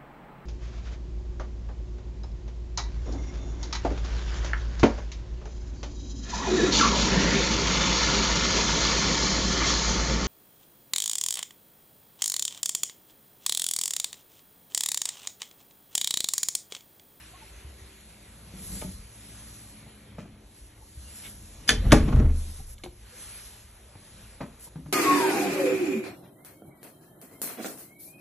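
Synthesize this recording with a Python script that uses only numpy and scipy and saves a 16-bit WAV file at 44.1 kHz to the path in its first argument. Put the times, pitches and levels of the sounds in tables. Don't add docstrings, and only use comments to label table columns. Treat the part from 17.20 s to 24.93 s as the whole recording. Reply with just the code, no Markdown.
import sys
import numpy as np
from scipy import signal
from scipy.fft import rfft, irfft, next_fast_len
from scipy.io import wavfile
from scipy.ndimage import uniform_filter1d, map_coordinates

SR = 44100
rng = np.random.default_rng(int(sys.argv[2]) if len(sys.argv) > 2 else 0)


def digitize_waveform(pressure):
    field = np.atleast_2d(pressure).T
    bounded = np.clip(field, -1, 1)
    quanta = np.round(bounded * 32767).astype(np.int16)
    wavfile.write(sys.argv[1], SR, quanta)


def level_to_linear(level):
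    exponent = np.asarray(level, float) / 20
    return 10 ** exponent


N = 340726

# (time [s], floor rumble level [dB], room tone level [dB])
MOVING_LEVELS = [(0, -65, -60), (.58, -53, -62), (1.18, -60, -56), (1.52, -43, -50), (1.72, -36, -54),
                 (1.85, -67, -59), (2.25, -54.5, -52.5), (2.71, -59, -59.5), (3.03, -53, -48.5),
                 (3.27, -57, -62.5), (4.17, -49, -53.5), (4.56, -46.5, -50.5), (4.66, -45, -32),
                 (5.14, -46, -47.5), (5.42, -50, -66), (5.57, -47, -60), (5.88, -53.5, -62.5),
                 (6.7, -56, -63), (6.99, -54.5, -56), (7.32, -57, -63), (7.73, -53, -59)]
# (time [s], hiss level [dB], body level [dB])
CLOTH_LEVELS = [(0, -53.5, -56), (.6, -56, -57.5), (1.2, -55.5, -59.5), (1.4, -51, -59), (1.57, -42, -63),
                (1.83, -53.5, -60.5), (2.2, -49, -56), (2.4, -49, -60.5), (2.71, -58, -58.5),
                (3.2, -65.5, -65.5), (3.39, -54.5, -66.5), (3.55, -61.5, -65), (3.75, -53, -69),
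                (4.0, -46, -57), (4.17, -51.5, -66.5), (4.56, -54.5, -52), (4.75, -49.5, -47),
                (5.1, -56.5, -59), (5.2, -46.5, -61), (5.38, -48.5, -64), (5.57, -61.5, -80),
                (5.88, -56, -58), (6.02, -44, -54), (6.14, -46, -55), (6.25, -46, -57), (6.38, -51.5, -57),
                (6.45, -56.5, -63), (6.71, -58, -65), (6.99, -52.5, -57.5), (7.32, -60, -64.5),
                (7.73, -61.5, -72)]
# (frequency [Hz], relative level [dB])
RUMBLE_COLOUR = [(15, -25), (30, -8.5), (55, 1.5), (85, -7), (130, -21.5), (250, -52)]
# (frequency [Hz], relative level [dB])
CLOTH_HISS_COLOUR = [(2500, -10), (4000, -4), (6500, -3.5), (8500, 0.5), (10500, 5.5), (11500, -1),
                     (12200, -18), (12800, -50.5), (14500, -63)]
# (frequency [Hz], relative level [dB])
CLOTH_BODY_COLOUR = [(500, -0.5), (1200, -2), (2300, 0.5), (4500, -5.5), (7000, -37), (10000, -35.5),
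                     (12000, -84)]
# (frequency [Hz], relative level [dB])
AIR_COLOUR = [(150, -10), (400, 3.5), (1000, -2.5), (2000, -10.5), (4000, -12.5), (8000, -83)]
# (frequency [Hz], width [Hz], relative level [dB])
ROOM_MODES = [(110, 19.4, 1.5), (160, 29, -2.5), (205.8, 13, 1), (290, 15, -14), (373, 2.4, -18.5),
              (509, 66, -11.5)]

HUM_TONES = [59.4, 113, 210, 285, 319, 386]
# (time [s], then the level of each tone [dB])
HUM_LEVELS = [(0, -53.5, -62, -70, -78, -65.5, -74), (.7, -56, -69, -66.5, -85, -67.5, -62),
              (1.2, -54, -61, -70, -80, -78, -80), (2.2, -54.5, -55, -60, -62.5, -80, -70),
              (2.8, -59, -63, -59, -62.5, -71, -68.5), (3.5, -62, -61, -76, -67, -68, -71),
              (4.3, -62.5, -68, -66.5, -67.5, -69, -83.5), (5.6, -61, -56, -72, -79.5, -83, -85.5),
              (6.6, -66, -64, -78, -86, -107, -101), (7.73, -55.5, -69, -73.5, -78, -80, -76)]

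# (time [s], level before flutter [dB], frequency [Hz], length [s])
PING_EVENTS = [(0.138, -50, 1080, 0.043), (0.13, -54.5, 710, 0.024), (0.211, -52.5, 880, 0.039),
               (3.61, -54, 883, 0.033), (3.84, -59, 2800, 0.073), (4.038, -52, 2200, 0.052),
               (4.038, -55, 3400, 0.025), (4.04, -54, 3600, .035), (4.479, -19.5, 4900, 0.012),
               (5.595, -61, 1205, 0.013), (5.59, -63, 1675, 0.022), (5.395, -51, 764, 0.021),
               (5.92, -49, 496, 0.038), (7.469, -54, 950, 0.018)]
PING_FLUTTER_DB, PING_SWAY_RAD = 3, .7

# (time [s], thump level [dB], board frequency [Hz], time to fall 60 dB [s], crack over the thump [dB])
STEP_EVENTS = [(.446, -35, 69.5, 0.28, -40), (0.615, -38.5, 62, .2, -40), (1.337, -36, 185.7, 0.22, -6),
               (1.5, -38.5, 193, .2, -7), (1.623, -33.5, 200, 0.11, -5), (1.647, -27.5, 186.6, 0.18, -33),
               (1.655, -28.5, 62, 0.19, -36), (1.792, -34, 49.4, 0.25, -32), (2.627, -46, 127, .2, -7),
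               (2.663, -41.5, 124, 0.16, -4), (2.986, -27.5, 207, 0.11, -8.5), (3.021, -43, 200, .12, -4),
               (3.041, -42, 200, 0.089, -15), (3.055, -41.5, 233, 0.11, -4), (3.414, -36, 48, .2, -40),
               (3.772, -31.5, 66.4, .2, -38), (6.438, -45, 68.5, 0.23, -35), (6.753, -38.5, 93, .2, -3),
               (7.205, -40.5, 166, 0.037, 12), (7.209, -27, 163, 0.084, 2.5), (7.231, -25, 165, .06, -10),
               (7.247, -40, 230, .2, -7), (7.465, -51, 116, .2, 3), (7.557, -31, 160, 0.12, -7),
               (7.582, -36.5, 260, .15, -13.5), (7.658, -36, 155, 0.19, -2.5), (7.686, -35, 290, 0.16, -22)]
# (frequency [Hz], relative level [dB])
BOARD_COLOUR = [(100, 21), (200, 28), (600, 7), (1200, 1), (2500, 2), (4000, -32), (7000, -35.5),
                (12000, -39)]
# (frequency [Hz], relative level [dB])
JOINT_COLOUR = [(200, 4), (600, 9.5), (1100, 3), (2500, -13.5), (4000, -16), (7000, -23), (12000, -45),
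                (13500, -60)]
# (time [s], crack level [dB], panel level [dB])
KNOCK_EVENTS = [(1.6155, -39.5, -43), (1.622, -54, -34), (2.983, -53, -37), (2.989, -51, -52),
                (2.996, -52, -60), (3.003, -50, -58), (3.013, -52, -58)]
# (frequency [Hz], relative level [dB])
KNOCK_COLOUR = [(200, -18), (800, -14), (1700, -2), (3000, -5), (4500, -14), (8000, -9), (12500, -40)]
# (frequency [Hz], relative level [dB], time to fall 60 dB [s])
PANEL_MODES = [(423, -5, 0.037), (610, 3.5, 0.032), (870, -1, 0.047), (1047, -12, .05), (1254, -9, 0.057),
               (1590, -6, 0.037)]

# (frequency [Hz], time to fall 60 dB [s])
HALL_DECAY = [(60, 0.41), (300, 0.3), (1500, 0.26), (5000, 0.21), (11000, 0.095)]
# (frequency [Hz], likeness [0 to 1])
SIDE_LIKENESS = [(150, 1), (400, .93), (750, .62), (1400, .85), (1950, .99), (3000, .55), (3900, .3),
                 (4900, .9), (5400, .7), (6100, .995), (7500, .9), (8800, .998), (9400, .998), (10500, .93),
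                 (11800, .998), (13000, 1)]

# (time [s], length [s], level [dB])
DRAG_EVENTS = [(1.33, 0.16, -45), (1.49, .11, -39.5)]
# (frequency [Hz], width [Hz], relative level [dB])
DRAG_MODES = [(57.7, 14, 6), (181, 22, 5), (274, 26, -20), (430, 80, -23)]
# (time [s], length [s], level [dB])
SLEEVE_EVENTS = [(1.37, 0.3, -43.5), (3.95, .05, -46.5), (4.02, 0.11, -45.5), (5.465, 0.085, -49.5),
                 (7.392, 0.1, -46.5)]
# (time [s], length [s], level [dB])
HANDLE_EVENTS = [(3.87, 0.17, -60), (4.035, 0.053, -47)]
# (frequency [Hz], relative level [dB])
HANDLE_COLOUR = [(1000, -9.5), (1900, -11), (2300, -5), (2800, -6), (3300, -4), (3900, -8), (5000, -28)]

# (frequency [Hz], relative level [dB], time to fall 60 dB [s])
LEAF_MODES = [(108, -2.5, 0.14), (127, 10, 0.057), (158.3, -1, 0.11), (200, -4.5, 0.091), (228.4, -6, 0.32),
              (254.1, -4, 0.35), (310.7, -2.5, 0.22), (359, -27, 0.13), (422.7, -1, 0.23), (478, -7, 0.15),
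              (606, -2.5, 0.11), (810, -11, 0.17), (1098, -4.5, 0.044), (1300, -10, .06)]
# (frequency [Hz], relative level [dB])
THUMP_COLOUR = [(40, -29), (120, -8), (300, -7), (600, -3), (1200, -12), (2500, -31), (5000, -58)]
# (frequency [Hz], relative level [dB], time to fall 60 dB [s])
FRAME_MODES = [(44.5, 3, 0.51), (62, -8.5, 0.38), (83.7, 2.5, 0.3)]
# (frequency [Hz], relative level [dB], time to fall 60 dB [s])
WALL_MODES = [(26.4, 4.5, 0.71), (75.64, 2.5, 0.73)]
# (time [s], leaf level [dB], frame level [dB], wall level [dB], contact time [ms])
SINGLE_BLOWS = [(4.504, -36, -28.5, -40.5, 0.2), (4.525, -34, -27.5, -52.5, 0.21),
                (4.575, -42, -19, -43, 3.5), (4.652, -14.5, -10, -37, 4.2), (4.679, -26, -21, -18.5, 2.8),
                (4.7229, -11.5, -24, -23, 0.08), (4.738, -23, -13, -20.5, 1.3),
                (4.79, -28, -29.5, -23.5, 2.1), (4.85, -21, -31, -34, 2.1), (4.9, -23, -34, -30, 2.1),
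                (4.936, -15, -16.5, -17, 3.5), (5.02, -21.5, -36, -26, 1.5), (5.041, -55, -31, -14, 1.3),
                (5.07, -29.5, -37, -35, 1.6), (5.39, -40.5, -56, -40, 2.1)]
CHATTER_S, CHATTER_GAP_S, CHATTER_DB, CHATTER_LOSS_DB, CHATTER_MS = 4.96, .0175, (-18, -41, -16.5), 0.2, 1.87
SHAKE_DB, SHAKE_T60_S = -9, 0.38
# (time [s], level [dB])
RATTLE_LEVELS = [(4.47, -69), (4.56, -60), (4.62, -55), (4.66, -52), (4.7, -47), (4.72, -35.5),
                 (4.88, -38.5), (5.0, -32), (5.04, -43.5), (5.12, -48), (5.37, -68)]
# (frequency [Hz], relative level [dB])
RATTLE_COLOUR = [(120, -57), (200, 2), (300, -3), (600, -17), (908, -18), (2550, -30), (8000, -44),
                 (10400, -77.5), (17600, -120)]

# (time [s], level [dB], contact time [ms], how freely it rings [dB])
LATCH_STRIKES = [(4.4777, -26.5, 0.061, -11), (4.4865, -22.5, 0.064, -9), (4.491, -6, 0.22, -1),
                 (4.495, -11.5, 0.42, -1), (4.5, -13.5, 0.75, -0.5), (4.504, -13.5, 0.23, -6.5),
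                 (4.512, -21, .3, -3), (4.7, -38.5, 1, -4), (4.705, -34, 0.87, 1), (4.71, -26.5, 0.77, 6),
                 (4.7196, 1.5, 0.55, -10), (4.722, -2.5, 0.44, -11.5), (4.728, -13.5, 0.066, -14.5),
                 (4.738, -15, 0.75, -2), (4.749, -24, .8, -6), (4.938, -41, .8, -12), (4.961, -27, .9, -9),
                 (4.994, -34, .9, -12), (5.021, -34, 1.1, -6)]
# (frequency [Hz], relative level [dB], time to fall 60 dB [s])
STEEL_MODES = [(1398, -2, 0.055), (1540, -1.5, 0.027), (1741, -2.5, 0.033), (2004, -4.5, 0.032),
               (2220, -8, 0.018), (2660, -5.5, 0.0096), (3110, 10, 0.024), (3240, 6, 0.013),
               (3464, 10.5, 0.022), (4600, -1.5, 0.02), (5500, -9, .015), (6230, 12, 0.013),
               (7200, -5.5, 0.015)]
# (frequency [Hz], relative level [dB])
CRACK_COLOUR = [(200, -15.5), (800, -21.5), (1700, -6.5), (2500, -7), (3400, -18.5), (4300, -7.5),
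                (6000, -7), (8000, -5), (11000, -1), (12500, -30.5), (14500, -65)]
LATCH_KNOCK_DB = -27.5
CRACK_T60_S = .023
STEEL_SCATTER_DB, LEAF_SCATTER_DB = 2, 2
GRAIN_DB, GRAINS_PER_S = 3, 400

# (time [s], click level [dB], box level [dB])
SWITCH_EVENTS = [(5.581, -48.5, -75), (5.6361, -34.5, -37.5), (5.64, -40, -37), (5.65, -43, -41),
                 (5.661, -52, -36.5)]
# (frequency [Hz], relative level [dB], time to fall 60 dB [s])
TOGGLE_MODES = [(2200, 2, 0.049), (2990, 9.5, 0.013), (3570, 13, 0.012), (4170, 16.5, 0.0092),
                (5600, -2, .012), (6500, -8, .01)]
# (frequency [Hz], relative level [dB], time to fall 60 dB [s])
BOX_MODES = [(149, -12, 0.28), (226, -12.5, 0.19), (350, -1, 0.33), (533, -2, 0.038), (612, -12, 0.1),
             (850, -19, 0.087)]

# (frequency [Hz], phase [rad])
LEFT_LEAD = [(150, 0), (700, -.5), (1100, -.45), (1500, -.35), (1900, 0), (3100, .45), (3550, .3),
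             (4000, 1.1), (4650, 2.2), (4880, 3.14), (5170, 4.7), (5750, 6.25), (6200, 6.4), (7060, 7.5),
             (7900, 8.4), (8700, 9.3), (9450, 9.55), (10000, 10.1), (11000, 11.2), (11500, 12.2),
             (11900, 12.5), (12300, 12.57)]
# (frequency [Hz], difference [dB])
LEFT_OVER_RIGHT = [(100, .3), (300, 2), (550, 1.2), (1100, 0)]
# (frequency [Hz], level [dB])
MIC_TOP = [(13500, 0.5), (14600, -34), (15300, -64.5)]
MIC_LOW_HZ = 24.2


def unit(x):
    return x / np.sqrt(np.mean(x ** 2) + 1e-20)


def along(points, hz):
    f, v = np.transpose(points)
    return np.interp(np.log(hz + 1), np.log(f + 1), v)


def curves(rows):
    s, *cols = np.transpose(rows)
    return [np.interp(np.arange(N) / SR, s, c) for c in cols]


def wobble(rate):
    points = rng.standard_normal(int(N * rate / SR) + 4)
    return map_coordinates(points, [np.arange(N) * rate / SR])


def filtered(x, response):
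    m = next_fast_len(x.shape[-1] + 8192)
    spectrum = rfft(x, m) * response(np.fft.rfftfreq(m, 1 / SR))
    return irfft(spectrum, m)[..., :x.shape[-1]]


def widened(pair, spectrum):
    def blend(hz):
        turn = np.arccos(np.clip(along(SIDE_LIKENESS, hz), 0, 1)) / 2
        return level_to_linear(along(spectrum, hz)) * [np.cos(turn), np.sin(turn)]

    mid, side = filtered(pair, blend)
    return np.array([mid + side, mid - side])


def rush(spectrum, patchy_db=2.0):
    z = signal.stft(rng.standard_normal((2, N)), nperseg=512)[2]
    variation = uniform_filter1d(rng.standard_normal(z.shape[1:]), size=6, axis=0)
    variation = uniform_filter1d(variation, size=16, axis=1)
    pair = signal.istft(z * level_to_linear(patchy_db * unit(variation)), nperseg=512)[1][:, :N]
    return unit(widened(pair, spectrum))


def resonant(modes):
    def bank(f):
        return sum(level_to_linear(db) * 1j * f * w / (c * c - f * f + 1j * f * w) for c, w, db in modes)

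    noise = filtered(rng.standard_normal(N), bank)
    return unit(filtered(noise, lambda f: 1 / (1 + f / 150)))


def add(track, s, sound):
    part = track[round(s * SR):][:len(sound)]
    part += sound[:len(part)]


def ring(modes, t, contact_ms, scatter_db):
    hz, db, t60 = np.transpose(modes)[:, :, None]
    sign = (-1) ** np.arange(len(hz))[:, None]
    soft = sign / (1 + (hz * contact_ms / 300) ** 2)
    level = level_to_linear(db + scatter_db * rng.standard_normal(hz.shape) - 60 * t / t60)
    tones = (soft * level * np.sin(2 * np.pi * hz * t)).sum(0)
    return tones * (1 - np.exp(-1000 * t / contact_ms))


def burst(spectrum, t, t60):
    grain = level_to_linear(GRAIN_DB * np.interp(t * GRAINS_PER_S, np.arange(400), rng.standard_normal(400)))
    noise = filtered(rng.standard_normal(len(t)), lambda hz: level_to_linear(along(spectrum, hz)))
    return unit(grain * noise) * level_to_linear(-60 * t / t60)


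def walking():
    (rumble_db, tone_db), (hiss_db, body_db) = curves(MOVING_LEVELS), curves(CLOTH_LEVELS)
    rumble = level_to_linear(rumble_db + 2.2 * wobble(12)) * rush(RUMBLE_COLOUR, patchy_db=1.0)
    crumple_db = 0.5 * wobble(30) + 0.2 * wobble(120)
    hiss = level_to_linear(hiss_db + crumple_db) * rush(CLOTH_HISS_COLOUR)
    body = level_to_linear(body_db + crumple_db) * rush(CLOTH_BODY_COLOUR)
    tone = level_to_linear(tone_db + 0.58 * wobble(3.936)) * resonant(ROOM_MODES)
    air = level_to_linear(-65.0 + 2.96 * wobble(2.713)) * rush(AIR_COLOUR)
    return rumble + hiss + body + tone + air


def hum():
    t = np.arange(N) / SR
    out = np.zeros(N)
    for hz, db in zip(HUM_TONES, curves(HUM_LEVELS)):
        out += level_to_linear(db + 0.91 * wobble(8.4)) * np.sin(2 * np.pi * hz * t + 1.34 * wobble(4))
    return out


def pings():
    out = np.zeros(N)
    for s, db, hz, length in PING_EVENTS:
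        t = np.arange(round(length * SR)) / SR
        sway, flutter = (np.interp(t / length * 4, np.arange(5), row) for row in rng.standard_normal((2, 5)))
        tone = np.sin(2 * np.pi * hz * t + PING_SWAY_RAD * sway)
        swell = np.sin(np.pi * t / length)
        add(out, s, level_to_linear(db + PING_FLUTTER_DB * flutter) * swell * tone)
    return out


def steps():
    out, t = np.zeros(N), np.arange(SR // 3) / SR
    for s, db, hz, t60, crack_db in STEP_EVENTS:
        thump = ring([(hz, 0, t60), (1.92 * hz, -9, 0.29 * t60)], t, 0.96, 1.6)
        crack = 0.44 * burst(JOINT_COLOUR, t, 0.064) + .5 * burst(BOARD_COLOUR, t, 0.081)
        crack *= 1 - np.exp(-t / 0.00054)
        add(out, s, level_to_linear(db) * (thump + level_to_linear(crack_db) * crack))
    for s, db, panel_db in KNOCK_EVENTS:
        knock = level_to_linear(db) * burst(KNOCK_COLOUR, t, 0.029)
        add(out, s, knock + level_to_linear(panel_db) * ring(PANEL_MODES, t, 0.25, 0.88))
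    return out


def hall(x, count=4):
    turn = np.arange(N) // 8192 % count
    out = np.zeros((2, N))
    for k in range(count):
        hz, t, z = signal.stft(rng.standard_normal((2, SR // 2)), SR, nperseg=256)
        fade = level_to_linear(-60 * t / along(HALL_DECAY, hz)[:, None])
        tail = signal.istft(z * fade, SR, nperseg=256)[1]
        tail = widened(tail, [(60, -13.5), (300, -5.0), (700, -8.5), (8000, -1.5)])
        tail = tail / np.linalg.norm(tail[0])
        share = uniform_filter1d((turn == k) * 1.0, size=2048)
        late = np.pad(x * share, (200, 0))
        out += signal.fftconvolve(late[None], tail, axes=1)[:, :N]
    return filtered(out, lambda hz: hz < 14500)


def swells(rows):
    out = np.zeros(N)
    for s, length, db in rows:
        t = np.arange(round(length * SR)) / SR
        add(out, s, level_to_linear(db) * np.sin(np.pi * t / length) ** 0.45)
    return out * level_to_linear(1.2 * wobble(60))


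def brushes():
    sleeve = rush([(3000, -10.5), (6500, -3.5), (11000, 6.5), (12500, -12), (14500, -12)])
    drag = swells(DRAG_EVENTS) * resonant(DRAG_MODES)
    return drag + swells(SLEEVE_EVENTS) * sleeve + swells(HANDLE_EVENTS) * rush(HANDLE_COLOUR)


def blows():
    touches = []
    for k in range(3):
        levels_db = np.subtract(CHATTER_DB, k * CHATTER_LOSS_DB)
        touches.append((CHATTER_S + k * CHATTER_GAP_S, *levels_db, CHATTER_MS))
    return SINGLE_BLOWS + touches


def shudder():
    power, t = np.zeros(N), np.arange(SR // 2) / SR
    for s, leaf_db, *_ in blows():
        fade = level_to_linear(leaf_db + SHAKE_DB - 60 * t / SHAKE_T60_S)
        add(power, s, fade ** 2 * (1 - np.exp(-t / 0.0075)))
    shaking = resonant([(hz, 2.6 / t60, db) for hz, db, t60 in LEAF_MODES])
    rattle_db, = curves(RATTLE_LEVELS)
    i = np.arange(N)
    going = (i > RATTLE_LEVELS[0][0] * SR) & (i < RATTLE_LEVELS[-1][0] * SR)
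    rattle = going * level_to_linear(rattle_db + 4 * wobble(70)) * rush(RATTLE_COLOUR)
    return np.sqrt(power) * shaking + rattle


def leaf(t, contact_ms):
    thump = filtered(burst(THUMP_COLOUR, t, 0.11), lambda hz: 1 / (1 + (hz * contact_ms / 300) ** 2))
    rise = 1 - np.exp(-300 * t / contact_ms)
    return ring(LEAF_MODES, t, contact_ms, LEAF_SCATTER_DB) + 0.94 * thump * rise


def door():
    out, t = np.zeros(N), np.arange(SR // 3) / SR
    for s, db, contact_ms, ring_db in LATCH_STRIKES:
        steel = 0.4 * level_to_linear(ring_db) * ring(STEEL_MODES, t, 0.067, STEEL_SCATTER_DB)
        steel += 1.09 * burst(CRACK_COLOUR, t, CRACK_T60_S)
        steel += 0.15 * burst(CRACK_COLOUR, t, 0.2)
        steel = filtered(steel, lambda hz: 1 / (1 + (hz * contact_ms / 1500) ** 2))
        add(out, s, level_to_linear(db) * (steel + level_to_linear(LATCH_KNOCK_DB) * leaf(t, contact_ms)))
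    t = np.arange(SR * 3 // 4) / SR
    for s, leaf_db, frame_db, wall_db, contact_ms in blows():
        frame = level_to_linear(frame_db) * ring(FRAME_MODES, t, 4.8, 2.3)
        wall = level_to_linear(wall_db) * ring(WALL_MODES, t, 3.48, 0.89)
        add(out, s, level_to_linear(leaf_db) * leaf(t, contact_ms) + frame + wall)
    return out


def switch():
    out, t = np.zeros(N), np.arange(SR // 4) / SR
    for s, click_db, box_db in SWITCH_EVENTS:
        click = 0.43 * ring(TOGGLE_MODES, t, 0.096, STEEL_SCATTER_DB)
        click += 0.64 * burst(CRACK_COLOUR, t, 0.042) * (1 - np.exp(-t / 0.001))
        box = ring(BOX_MODES, t, 0.63, 2.4) + 0.35 * burst(JOINT_COLOUR, t, 0.066)
        add(out, s, level_to_linear(click_db) * click + level_to_linear(box_db) * box)
    return out


def scene():
    near, small = door() + switch(), steps()
    struck = near + level_to_linear(-9.0) * hall(near) + small + level_to_linear(-2.0) * hall(small)
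    return struck + shudder() + walking() + brushes() + hum() + pings()


def top_cut(x):
    return signal.sosfilt(signal.butter(12, 14930, fs=SR, output="sos"), x)


def record(dry):
    def half(hz):
        return level_to_linear(along(LEFT_OVER_RIGHT, hz) / 2) * np.exp(1j * along(LEFT_LEAD, hz) / 2)

    def microphone(hz):
        return level_to_linear(along(MIC_TOP, hz)) * (1j * hz / (MIC_LOW_HZ + 1j * hz)) ** 2

    beamed = filtered(dry, lambda hz: np.array([half(hz), 1 / half(hz)]))
    rounded = beamed / (1 + np.abs(beamed / .97) ** 4) ** (1 / 4)
    mix = filtered(rounded, microphone)
    return top_cut(mix)


dry = scene()
out = record(dry)
digitize_waveform(out)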